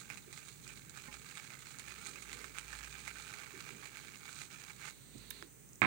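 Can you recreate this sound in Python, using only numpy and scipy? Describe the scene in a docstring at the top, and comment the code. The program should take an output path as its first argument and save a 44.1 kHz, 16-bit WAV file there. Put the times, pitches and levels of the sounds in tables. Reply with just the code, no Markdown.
"""Wet bristles swirl on a puck of soap in a hand-held tub over a bathroom sink, catching and flicking free.
Clumped clicks ring through tub resonances; finer, brighter clicks make the lather fizz, and both follow the strokes.
The brush lifts off, fingers slide on the tub, and at last a hard knock on the basin rattles as decaying modes.
The right microphone hears it clearly and the left muffled, over hiss, rumble, a wavering hum and a thin whine."""
import sys
import numpy as np
from scipy import signal
from scipy.fft import rfft, irfft
from scipy.io import wavfile
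from scipy.ndimage import uniform_filter1d

SR = 44100
rng = np.random.default_rng(int(sys.argv[2]) if len(sys.argv) > 2 else 0)


def to_wav(sig):
    """Store sig (one row per channel, or 1-D mono) as 16-bit WAV at the path in sys.argv[1].

    Samples outside -1..1 are clipped; the rate is SR.
    """
    pcm = np.clip(np.atleast_2d(sig), -1, 1) * 32767
    pcm = np.round(pcm).astype(np.int16)
    wavfile.write(sys.argv[1], SR, pcm.T)  # frames by channels


N = 258426
T = np.arange(N) / SR

# Levels in the tables are relative; the functions trim and mix them.
# room and microphones at rest, left and right: f/Hz, level/dB
FLOOR_LEFT = [(25, -20), (55, -17), (90, -3), (140, 4), (250, -2.5), (450, -9), (750, -25), (1200, -21.5),
              (2000, -17), (3200, -25), (8000, -28.5), (12000, -25), (15000, -19), (15600, -12)]
FLOOR_RIGHT = [(25, -25), (55, -44), (90, -4), (135, 5.5), (220, -6.5), (400, -10.5), (650, -15),
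               (2200, -13.5), (3200, -20), (5400, -21), (6800, -11), (9200, -9.5), (10500, -22.5),
               (14500, -21.5), (15600, -14)]
# a low hum that comes and goes: middle t/s, length t/s, level/dB
HUM_SWELLS = [(.75, 0.24, -66), (1.15, 0.23, -65), (1.9, 0.26, -67), (2.33, 0.47, -64.5), (2.82, 0.67, -60),
              (3.15, 0.33, -63), (4.8, 0.27, -71), (5.22, 0.33, -65)]
# lasting thin whine: f/Hz, level/dB
WHINE_TONES = [(6165, -71.5), (7675, -78.5), (7698, -72), (15350, -69)]
# faint tones that come and go together: f/Hz, level/dB
WHIRR_TONES = [(5879, -82), (7052, -77), (8227, -71)]
# when those tones sound: from t/s, to t/s
WHIRR_SPANS = [(2.21, 3.3), (4.31, 5.2), (5.0, 10)]
# decay of the room: f/Hz, t60/s
ROOM_T60 = [(100, 1), (1000, 0.15), (4000, 0.1), (12000, 0.26)]
# reflections from the basin: delay t/s, strength (gain)
BASIN_REFLECTIONS = [(.0013, -0.022), (.0029, 0.083), (.0041, -0.092), (.0058, 0.097), (.0083, -0.043)]
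# the muffled left side: f/Hz, level/dB
LEFT_MIC = [(100, -9), (400, -22), (900, -23.5), (2000, -40.5), (5000, -22.5), (10000, -50), (16000, -5)]
# colour of the palm's rub: f/Hz, level/dB
GRIP_COLOUR = [(100, -33), (250, -1), (330, -8.5), (440, -1), (600, -18), (1200, -26), (4000, -70)]
# the palm shifting on the tub: middle t/s, length t/s, level/dB
RUBS = [(1.13, 0.24, -63.5), (2.1, 0.31, -58), (2.4, .25, -57), (3.3, 0.92, -65), (3.75, 0.27, -58),
        (4.07, 0.13, -62.5), (5.35, 0.36, -64)]
# colour of the sliding fingers: f/Hz, level/dB
SLIDE_COLOUR = [(600, -14), (1300, -6.5), (2300, -1.5), (3200, -5.5), (3800, 3), (4450, 2), (5000, -14),
                (9000, -7), (16000, -44)]
# fingers sliding as the tub is put aside: middle t/s, length t/s, level/dB
SLIDES = [(5.0, 0.71, -61.5), (5.23, 0.23, -55), (5.37, 0.18, -52)]
# modes of the tub when nudged: f/Hz, level/dB, t60/s
NUDGE_MODES = [(247, 3.5, 0.052), (538, -8, 0.12), (853, -8, 0.17), (1030, -9, 0.13), (1840, -2, .09),
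               (2140, -2, 0.062)]
# ticks of handling and bursting foam: t/s, level/dB, centre f/Hz, width/octaves, t60/s, left minus right level/dB
TICKS = [(.157, -44, 1700, .7, 0.021, 15), (.656, -50, 1700, .7, 0.028, 17),
         (1.439, -46, 2680, 1, 0.033, 15), (1.799, -45, 1900, .8, 0.043, 12),
         (5.181, -41.5, 6500, 0.4, .02, -21), (5.3045, -24.5, 11500, 0.67, 0.023, -32),
         (5.305, -34, 3620, .08, 0.041, -34), (5.308, -30, 2300, 1, 0.017, -32),
         (5.326, -48, 2180, 0.57, 0.031, 12), (5.4255, -29.5, 1850, 1.0, 0.005, -28),
         (5.69, -47, 6240, 0.19, 0.013, -11), (5.7325, -39, 6400, 0.26, 0.0089, -15),
         (5.7565, -43, 6900, 0.27, 0.014, -15)]
# dull bumps of hands and tub: t/s, level/dB, centre f/Hz, width/octaves, t60/s, left minus right level/dB
BUMPS = [(.275, -45.5, 334, 0.54, 0.11, -22), (3.31, -46, 126, 0.4, .2, -10),
         (3.535, -43.5, 327, 0.25, 0.23, -18), (5.149, -36.5, 150, 0.92, 0.23, -23),
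         (5.424, -44, 396, 0.38, 0.11, -21)]
# the knock and its rebounds: t/s, level/dB
KNOCKS = [(5.8183, -2.5), (5.8385, -10.5), (5.8492, -11), (5.856, -18)]
# ringing modes of the knock: f/Hz, level/dB, t60/s
KNOCK_MODES = [(127, -16.5, 0.65), (229, -20, 0.12), (290, -22, 0.17), (331, -20.5, 0.086),
               (785, -45, 0.066), (860, -29, 0.087), (1120, -28, 0.13), (1230, -7.5, 0.05),
               (1694, -20, 0.14), (1788, -23, 0.14), (2150, -13, 0.058), (2270, -34, 0.04),
               (3670, -23, .05), (4240, -29, 0.037)]
# colour of the knock's thud: f/Hz, level/dB
KNOCK_COLOUR = [(60, -19), (130, -2), (330, -5.5), (550, -13), (1150, 2.5), (1800, 0), (2300, -6),
                (2950, -14.5), (4200, -21.5), (5200, -31), (6000, -29), (9000, -36), (16000, -71)]
# colour of bristles on soap: f/Hz, level/dB
BRISTLE_COLOUR = [(200, -22.5), (400, -13), (680, -14.5), (850, -4.5), (1020, -13.5), (1220, -3),
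                  (1900, -5.5), (2550, -4), (3200, -10), (4100, -9.5), (5200, -14.5), (6800, -10),
                  (10500, -23), (16000, -20.5)]
# colour of the lather's fizz: f/Hz, level/dB
LATHER_COLOUR = [(1500, -38), (3000, -6), (4100, 4.5), (5200, -7.5), (6800, 3.5), (9200, 0.5),
                 (10500, -13.5), (16000, -26.5)]
# resonances of tub and soap under the brush: f/Hz, bandwidth f/Hz, level/dB
TUB_RESONANCES = [(1215, 87, -3), (1587, 116, 1), (2264, 125, 8)]
# light contact between strokes: t/s, bristle level/dB, lather level/dB
CONTACT = [(0, -55, -43.5), (.07, -61, -55.5), (.24, -68.5, -55.5), (0.451, -63.5, -52),
           (.58, -66.5, -54.5), (.88, -63, -55), (1.3, -60, -51.5), (1.6, -63.5, -54), (2.0, -54, -49),
           (2.5, -63, -54), (2.8, -58.5, -51.5), (3.349, -54.5, -50.5), (3.901, -58.5, -55),
           (4.38, -65.5, -52.5), (4.48, -66, -56), (4.78, -65.5, -54)]
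# pushes of the brush round the puck: middle t/s, length t/s, level/dB
STROKES = [(.125, 0.086, -53.5), (.39, 0.25, -59.5), (.49, 0.04, -58), (.7, 0.098, -54),
           (.78, 0.033, -56.5), (.98, 0.1, -54.5), (1.06, .07, -54.5), (1.14, 0.057, -51),
           (1.28, 0.12, -56), (1.38, 0.064, -48.5), (1.46, 0.098, -56), (1.54, 0.051, -52),
           (1.68, 0.36, -58.5), (1.9, 0.095, -51), (2.07, 0.064, -52), (2.18, 0.046, -54.5),
           (2.31, 0.12, -52), (2.42, 0.19, -52.5), (2.58, 0.073, -47.5), (2.74, 0.28, -52.5),
           (2.84, 0.083, -51), (2.96, 0.12, -52), (3.085, 0.078, -48.5), (3.19, 0.11, -55),
           (3.3, .12, -53.5), (3.42, .11, -52), (3.6, 0.15, -55), (3.69, 0.066, -49.5),
           (3.85, 0.071, -50.5), (3.97, 0.08, -50.5), (4.08, 0.14, -55), (4.15, 0.03, -53),
           (4.28, 0.16, -52.5), (4.4, 0.11, -51.5), (4.54, 0.091, -53), (4.63, 0.12, -54),
           (4.7, 0.036, -49), (4.86, 0.14, -48)]
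# tufts of bristles snapping free: t/s, level/dB, ring f/Hz, treble level/dB
SNAPS = [(0.101, -28.5, 2480, -30), (0.133, -50, 2470, -8), (0.1729, -33, 2470, -7),
         (0.3274, -34, 2280, -1), (.374, -36.5, 2140, -13), (0.6775, -34, 7160, 0),
         (0.8958, -35.5, 7650, 7), (0.9736, -38.5, 1680, -22), (1.3112, -38, 2480, -11),
         (1.5033, -36, 2430, -33), (1.668, -37.5, 4170, -6), (1.7861, -32, 7350, -4),
         (1.7958, -33, 2260, 1.5), (2.062, -33.5, 2440, -9), (2.0927, -37, 2380, 2),
         (2.157, -39, 2520, -25), (2.2235, -35, 2370, -2), (2.3297, -30.5, 2300, -2),
         (2.4436, -38, 2530, -9), (2.585, -30, 8560, -4), (2.7291, -30.5, 1710, -36),
         (2.8444, -44, 2170, 6), (3.0775, -28.5, 2260, -12), (3.1555, -41, 1590, -14),
         (3.185, -35, 2340, -3), (3.338, -31.5, 2260, -6), (3.3846, -42, 2400, -20), (3.604, -42, 2330, 9),
         (3.857, -42, 2370, -23), (4.2804, -48, 2370, -5), (4.4162, -38, 2180, 0)]

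LATHER_FOLLOWS = 0.37  # dB of fizz for each dB that a stroke adds
LIFT_S, LIFT_DB_PER_S = 4.9, 280  # the brush leaves the soap
EDGE_HZ = 15850  # upper band limit


def amp(db):
    """Decibels to gain."""
    return 10 ** (np.asarray(db) / 20)


def unit(x):
    """Scales to rms 1."""
    return x / np.sqrt(np.mean(x ** 2) + 1e-20)


def read(points, hz):
    """Reads a spectrum table on a log-frequency axis."""
    f, value = np.transpose(points)
    return np.interp(np.log(hz + 1), np.log(f + 1), value)


def add(mix, s, sound):
    """Mixes a sound in at time s, cut at the end of the mix."""
    part = mix[..., round(s * SR):][..., :sound.shape[-1]]
    part += sound[..., :part.shape[-1]]


def convolve(x, response):
    """Filters and keeps the length."""
    return signal.oaconvolve(x, response)[:len(x)]


def impulse(colour, size=2048):
    """The causal, minimum-phase click that has a given spectrum."""
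    log_gain = np.log(amp(read(colour, abs(np.fft.fftfreq(size, 1 / SR)))))
    spectrum = np.exp(np.conj(signal.hilbert(log_gain)))
    return np.fft.ifft(spectrum).real[:size // 2]


def noise(colour):
    """Steady noise of rms 1 with a given spectrum."""
    gain = amp(read(colour, np.fft.rfftfreq(N, 1 / SR)))
    return unit(irfft(rfft(rng.standard_normal(N)) * gain, N))


def wander(hz):
    """A random drift of rms 1, with 2 * hz new points a second."""
    points = rng.standard_normal(N // 100)
    return unit(np.interp(T * hz * 2, np.arange(len(points)), points))


def swells(rows, rest_db):
    """Gain over time: a resting level plus a bell of power for each (middle s, length s, dB) row."""
    power = amp(rest_db) ** 2 + np.zeros(N)
    for s, length, db in rows:
        near = slice(max(round((s - length) * SR), 0), round((s + length) * SR))
        power[near] += amp(db) ** 2 * np.exp(-10 * ((T[near] - s) / length) ** 2)
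    return np.sqrt(power)


def unsteady_tone(hz, drift_hz, rate_hz):
    """A sine of rms 1 whose pitch wanders by drift_hz rms."""
    return unit(np.sin(2 * np.pi * np.cumsum(hz + drift_hz * wander(rate_hz)) / SR))


def hum(hum_hz=57):
    """A low hum whose pitch and level waver as it swells, stronger on the right."""
    tone = unsteady_tone(hum_hz, drift_hz=2.4, rate_hz=6.3)
    mono = tone * swells(HUM_SWELLS, rest_db=-74) * amp(1.5 * wander(5))
    return mono * amp([[-5], [2]])


def hiss_and_rumble(left_db=-56.0, right_db=-58, split_hz=400, rumble_left_db=-63.5, rumble_right_db=-60.0,
                    waver_db=1.0, settle_db_per_s=0.42):
    """Microphone hiss as shaped noise, its low part split off as an uneven rumble that slowly settles."""
    floor = np.array([amp(left_db) * noise(FLOOR_LEFT), amp(right_db) * noise(FLOOR_RIGHT)])
    low = signal.sosfiltfilt(signal.butter(4, split_hz, fs=SR, output="sos"), floor)
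    rumble_left = unit(low[0])
    rumble_right = unit(unit(low[1]) + 0.13 * rumble_left)  # the sides share a little rumble
    rumble = np.array([amp(rumble_left_db) * rumble_left, amp(rumble_right_db) * rumble_right])
    rumble = rumble * amp(waver_db * wander(4) - settle_db_per_s * (T - T.mean()))
    return floor - low + rumble


def whine_and_whirr():
    """A thin lasting whine and faint tones that switch on and off, all slightly unsteady sines."""
    def tones(rows):
        """Sums unsteady sines from rows of (Hz, dB)."""
        return sum(amp(db) * unsteady_tone(hz, drift_hz=9, rate_hz=30) for hz, db in rows)

    spans = sum(1. * (T > start) * (T < end) for start, end in WHIRR_SPANS)
    running = uniform_filter1d(spans, size=600)  # soft switching; overlapping spans add up
    return (tones(WHINE_TONES) + running * tones(WHIRR_TONES)) * amp([[-18], [0]])


def bathroom(x, room_db):
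    """Quick reflections from the basin, then sparse echoes decaying by frequency like a small hard room."""
    t = np.arange(SR // 2) / SR
    late = rng.standard_normal(len(t)) * (rng.random(len(t)) < .1) * (t > .004)
    hz, at, bands = signal.stft(late, SR, nperseg=256)
    decay = amp(-60 * at / read(ROOM_T60, hz)[:, None])
    late = signal.istft(bands * decay, SR, nperseg=256)[1][:len(t)]
    response = amp(room_db) * late / np.linalg.norm(late)
    for s, strength in BASIN_REFLECTIONS:
        add(response, s, np.array([strength]))
    return x + convolve(x, response)


def grip(grip_db=-1, slide_db=-1):
    """The hand that holds the tub: friction noise, dull under the palm and hissing under sliding fingers."""
    palm = noise(GRIP_COLOUR) * swells(RUBS, rest_db=-71) * amp(grip_db)
    fingers = noise(SLIDE_COLOUR) * swells(SLIDES, rest_db=-100) * amp(slide_db)
    return palm + fingers


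def ringing(modes, t):
    """Decaying sines from rows of (Hz, dB, t60 s)."""
    return sum(amp(db - 60 * t / t60) * np.sin(2 * np.pi * hz * t) for hz, db, t60 in modes)


def nudge(s=1.083, nudge_db=-45):
    """The handle touches the tub, whose modes ring softly."""
    out, t = np.zeros(N), np.arange(SR // 4) / SR
    add(out, s, amp(nudge_db) * ringing(NUDGE_MODES, t))
    return out


def taps(rows, gain_db, scatter):
    """A click and its short dying rattle, band-limited round one pitch, each on its own side."""
    out, t = np.zeros((2, N)), np.arange(SR // 4) / SR
    grid = np.geomspace(20, 20000, 90)
    for s, db, hz, width, t60, side_db in rows:
        bell = -.5 * (np.log2(grid / hz) / width) ** 2
        band_db = np.maximum(20 * np.log10(np.e) * bell, -60)
        drive = scatter * rng.standard_normal(len(t)) * amp(-60 * t / t60)
        drive[0] = 1  # the click itself
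        burst = convolve(drive, impulse(np.c_[grid, band_db]))
        sides = amp(np.minimum([[side_db], [-side_db]], 0))  # only the far side is turned down
        add(out, s, sides * amp(db + gain_db) * burst / abs(burst).max())
    return out


def knock(knock_db=-9, crack_hz=2250, crack_s=0.001, crack_db=-1, ring_db=-1, scatter=0.08,
          scatter_s=0.031, echo_s=0.001256, echo=0.72):
    """A hard blow on the basin: thud, crack and ringing modes; its walls throw the thud back, rebounds rattle."""
    t, blows = np.arange(SR // 4) / SR, np.zeros(N)
    for s, db in KNOCKS:
        add(blows, s, amp([db]))
    walls = scatter * rng.standard_normal(len(t)) * np.exp(-t / scatter_s)
    walls[0] = 1  # direct blow
    add(walls, echo_s, np.array([echo]))
    click = impulse(KNOCK_COLOUR)
    thud = convolve(walls, click / abs(click).max())
    crack = np.sin(2 * np.pi * crack_hz * t) * (t / crack_s) ** 2 * np.exp(2 - 2 * t / crack_s)
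    ring = ringing(KNOCK_MODES, t) * (1 - np.exp(-t * crack_hz))  # soft onset
    blow = thud + amp(crack_db) * crack + amp(ring_db) * ring
    blow = signal.sosfilt(signal.butter(3, 95, "high", fs=SR, output="sos"), blow)
    return amp(knock_db) * convolve(blows, blow)


def grains(per_s, spread_db, clump_db, clump_hz):
    """Randomly timed clicks of uneven size and sign, swelling in clumps."""
    gap, size, sign = rng.random((N // 20, 3)).T
    s = np.cumsum(-np.log(gap)) / per_s
    swell = rng.standard_normal(N // 100)
    clump = np.interp(s * clump_hz, np.arange(len(swell)), swell)
    height_db = spread_db * np.minimum(-np.log(size), 3) + clump_db * clump
    height = np.sign(sign - .5) * amp(height_db)
    inside = s < T[-1]
    return np.bincount((s[inside] * SR).astype(int), height[inside], N)


def flecks(colour, per_s, spread_db, clump_db, clump_hz, tint_db, tint_octaves, count=10):
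    """Groups of clicks, each favouring its own pitch, catch and slip independently."""
    out, hz = np.zeros(N), np.geomspace(100, 16000, 60)
    for centre in np.geomspace(1100, 9000, count):
        tint = tint_db * np.exp(-.5 * (np.log2(hz / centre) / tint_octaves) ** 2)
        clicks = grains(per_s / count, spread_db, clump_db, clump_hz)
        out += convolve(clicks, impulse(np.c_[hz, read(colour, hz) + tint]))
    return out


def tub_resonance(x, drift=0.034, drift_hz=5):
    """Short resonances of tub and soap colour the clicks, and shift as the brush covers more or less of the tub."""
    out = x
    for hz, width, db in TUB_RESONANCES:
        # shift the band down to zero, smooth it, and shift it back
        turn = np.exp(2j * np.pi * np.cumsum(hz * (1 + drift * wander(drift_hz))) / SR)
        r = np.exp(-np.pi * width / SR)
        smoothed = signal.lfilter([1 - r], [1, -r], x / turn)
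        out = out + amp(db) * 2 * (turn * smoothed).real
    return out


def steady(x):
    """Evens out the power over a few hundredths of a second: the hand sets the strength of a stroke."""
    power = uniform_filter1d(uniform_filter1d(unit(x) ** 2, size=1500), size=900)
    return x / np.sqrt(abs(power) + 1e-9)


def effort():
    """Gains of bristles and lather: strokes rise from light contact, fizz follows in part, the lift ends both."""
    s, bristle_db, lather_db = np.transpose(CONTACT)
    rest_db = np.interp(T, s, bristle_db)
    push = swells(STROKES, rest_db)
    fizz = amp(np.interp(T, s, lather_db)) * (push / amp(rest_db)) ** LATHER_FOLLOWS
    lift = amp(-LIFT_DB_PER_S * np.maximum(T - LIFT_S, 0))
    return push * lift, fizz * lift


def catching(hold_db=0.5, hold_s=0.027, rush_db=7.5, rush_s=0.0042):
    """A sticking tuft slightly hushes the stroke before it snaps free; a rush of bristles follows."""
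    db, t = np.zeros(N), np.arange(SR // 16) / SR
    hold = -hold_db * np.exp(-t[::-1] / hold_s)
    rush = rush_db * np.exp(-t / rush_s)
    for s, *_ in SNAPS:
        add(db, s - t[-1], np.r_[hold, rush])
    return amp(db)


def snaps(snap_db=4.5, cycles=2.8, ring_share=0.42, straggle_s=0.012, straggle=0.28):
    """A tuft lets go with one crisp flick and a brief ring, and a few single bristles follow it."""
    out, t = np.zeros(N), np.arange(2048) / SR
    body, treble = impulse(BRISTLE_COLOUR), impulse(LATHER_COLOUR)
    for s, db, hz, treble_db in SNAPS:
        followers = (rng.random(len(t)) < .04) * (t > .001)
        drive = straggle * rng.standard_normal(len(t)) * followers * np.exp(-t / straggle_s)
        drive[0] = 1  # the tuft itself
        ring = np.sin(2 * np.pi * hz * t) * np.exp(-t * hz / cycles) * (1 - np.exp(-2 * t * hz))
        flick = ring_share * ring[:len(body)] + body / abs(body).max() / 2
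        flick = flick + amp(treble_db) * treble / abs(treble).max()
        add(out, s + .0007, amp(db + snap_db) * convolve(drive, flick / abs(flick).max()))
    return out


def brush(lather_db=-.5, smooth=0.27, judder_db=2.0, burst_db=2.5, burst_hz=14):
    """Bristles flick over the soap through the tub; lather crackles more finely, in uneven bursts."""
    judder = amp(judder_db * wander(120))  # the whole knot sticks and slips
    flicks = flecks(BRISTLE_COLOUR, per_s=1200, spread_db=4.0, clump_db=2.5, clump_hz=69.45,
                    tint_db=8.5, tint_octaves=0.21)
    bubbles = flecks(LATHER_COLOUR, per_s=4000, spread_db=4.0, clump_db=5, clump_hz=59.8,
                     tint_db=7.5, tint_octaves=0.24)
    push, fizz = effort()
    rubbing = unit(flicks) + smooth * noise(BRISTLE_COLOUR)
    bristles = steady(tub_resonance(rubbing) * judder) * push
    lather = steady(bubbles * judder) * fizz * amp(lather_db + burst_db * wander(burst_hz))
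    return (bristles + lather) * catching()


def scene():
    """Brush and knock reach the right microphone clearly and the left one muffled, over the background."""
    background = hiss_and_rumble() + hum() + whine_and_whirr()
    touches = taps(TICKS, gain_db=0.5, scatter=0.26) + taps(BUMPS, gain_db=-2.0, scatter=.09)
    handling = np.array([bathroom(side, room_db=-17) for side in touches])
    work = grip() + nudge() + snaps() + brush()
    blow = knock()
    # each side gets its own draw of the room's tail
    left, right = (bathroom(work, room_db=-10.5) + bathroom(blow, room_db=-5.5) for side in range(2))
    main = np.array([convolve(left, impulse(LEFT_MIC)), right])
    return background + handling + main


def record(dry):
    """The recorder's band limit: a steep low-pass filter."""
    low_pass = signal.firwin(511, EDGE_HZ, window=("kaiser", 9), fs=SR)
    return signal.oaconvolve(dry, low_pass[None], "same", axes=1)


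dry = scene()
out = record(dry)
to_wav(out)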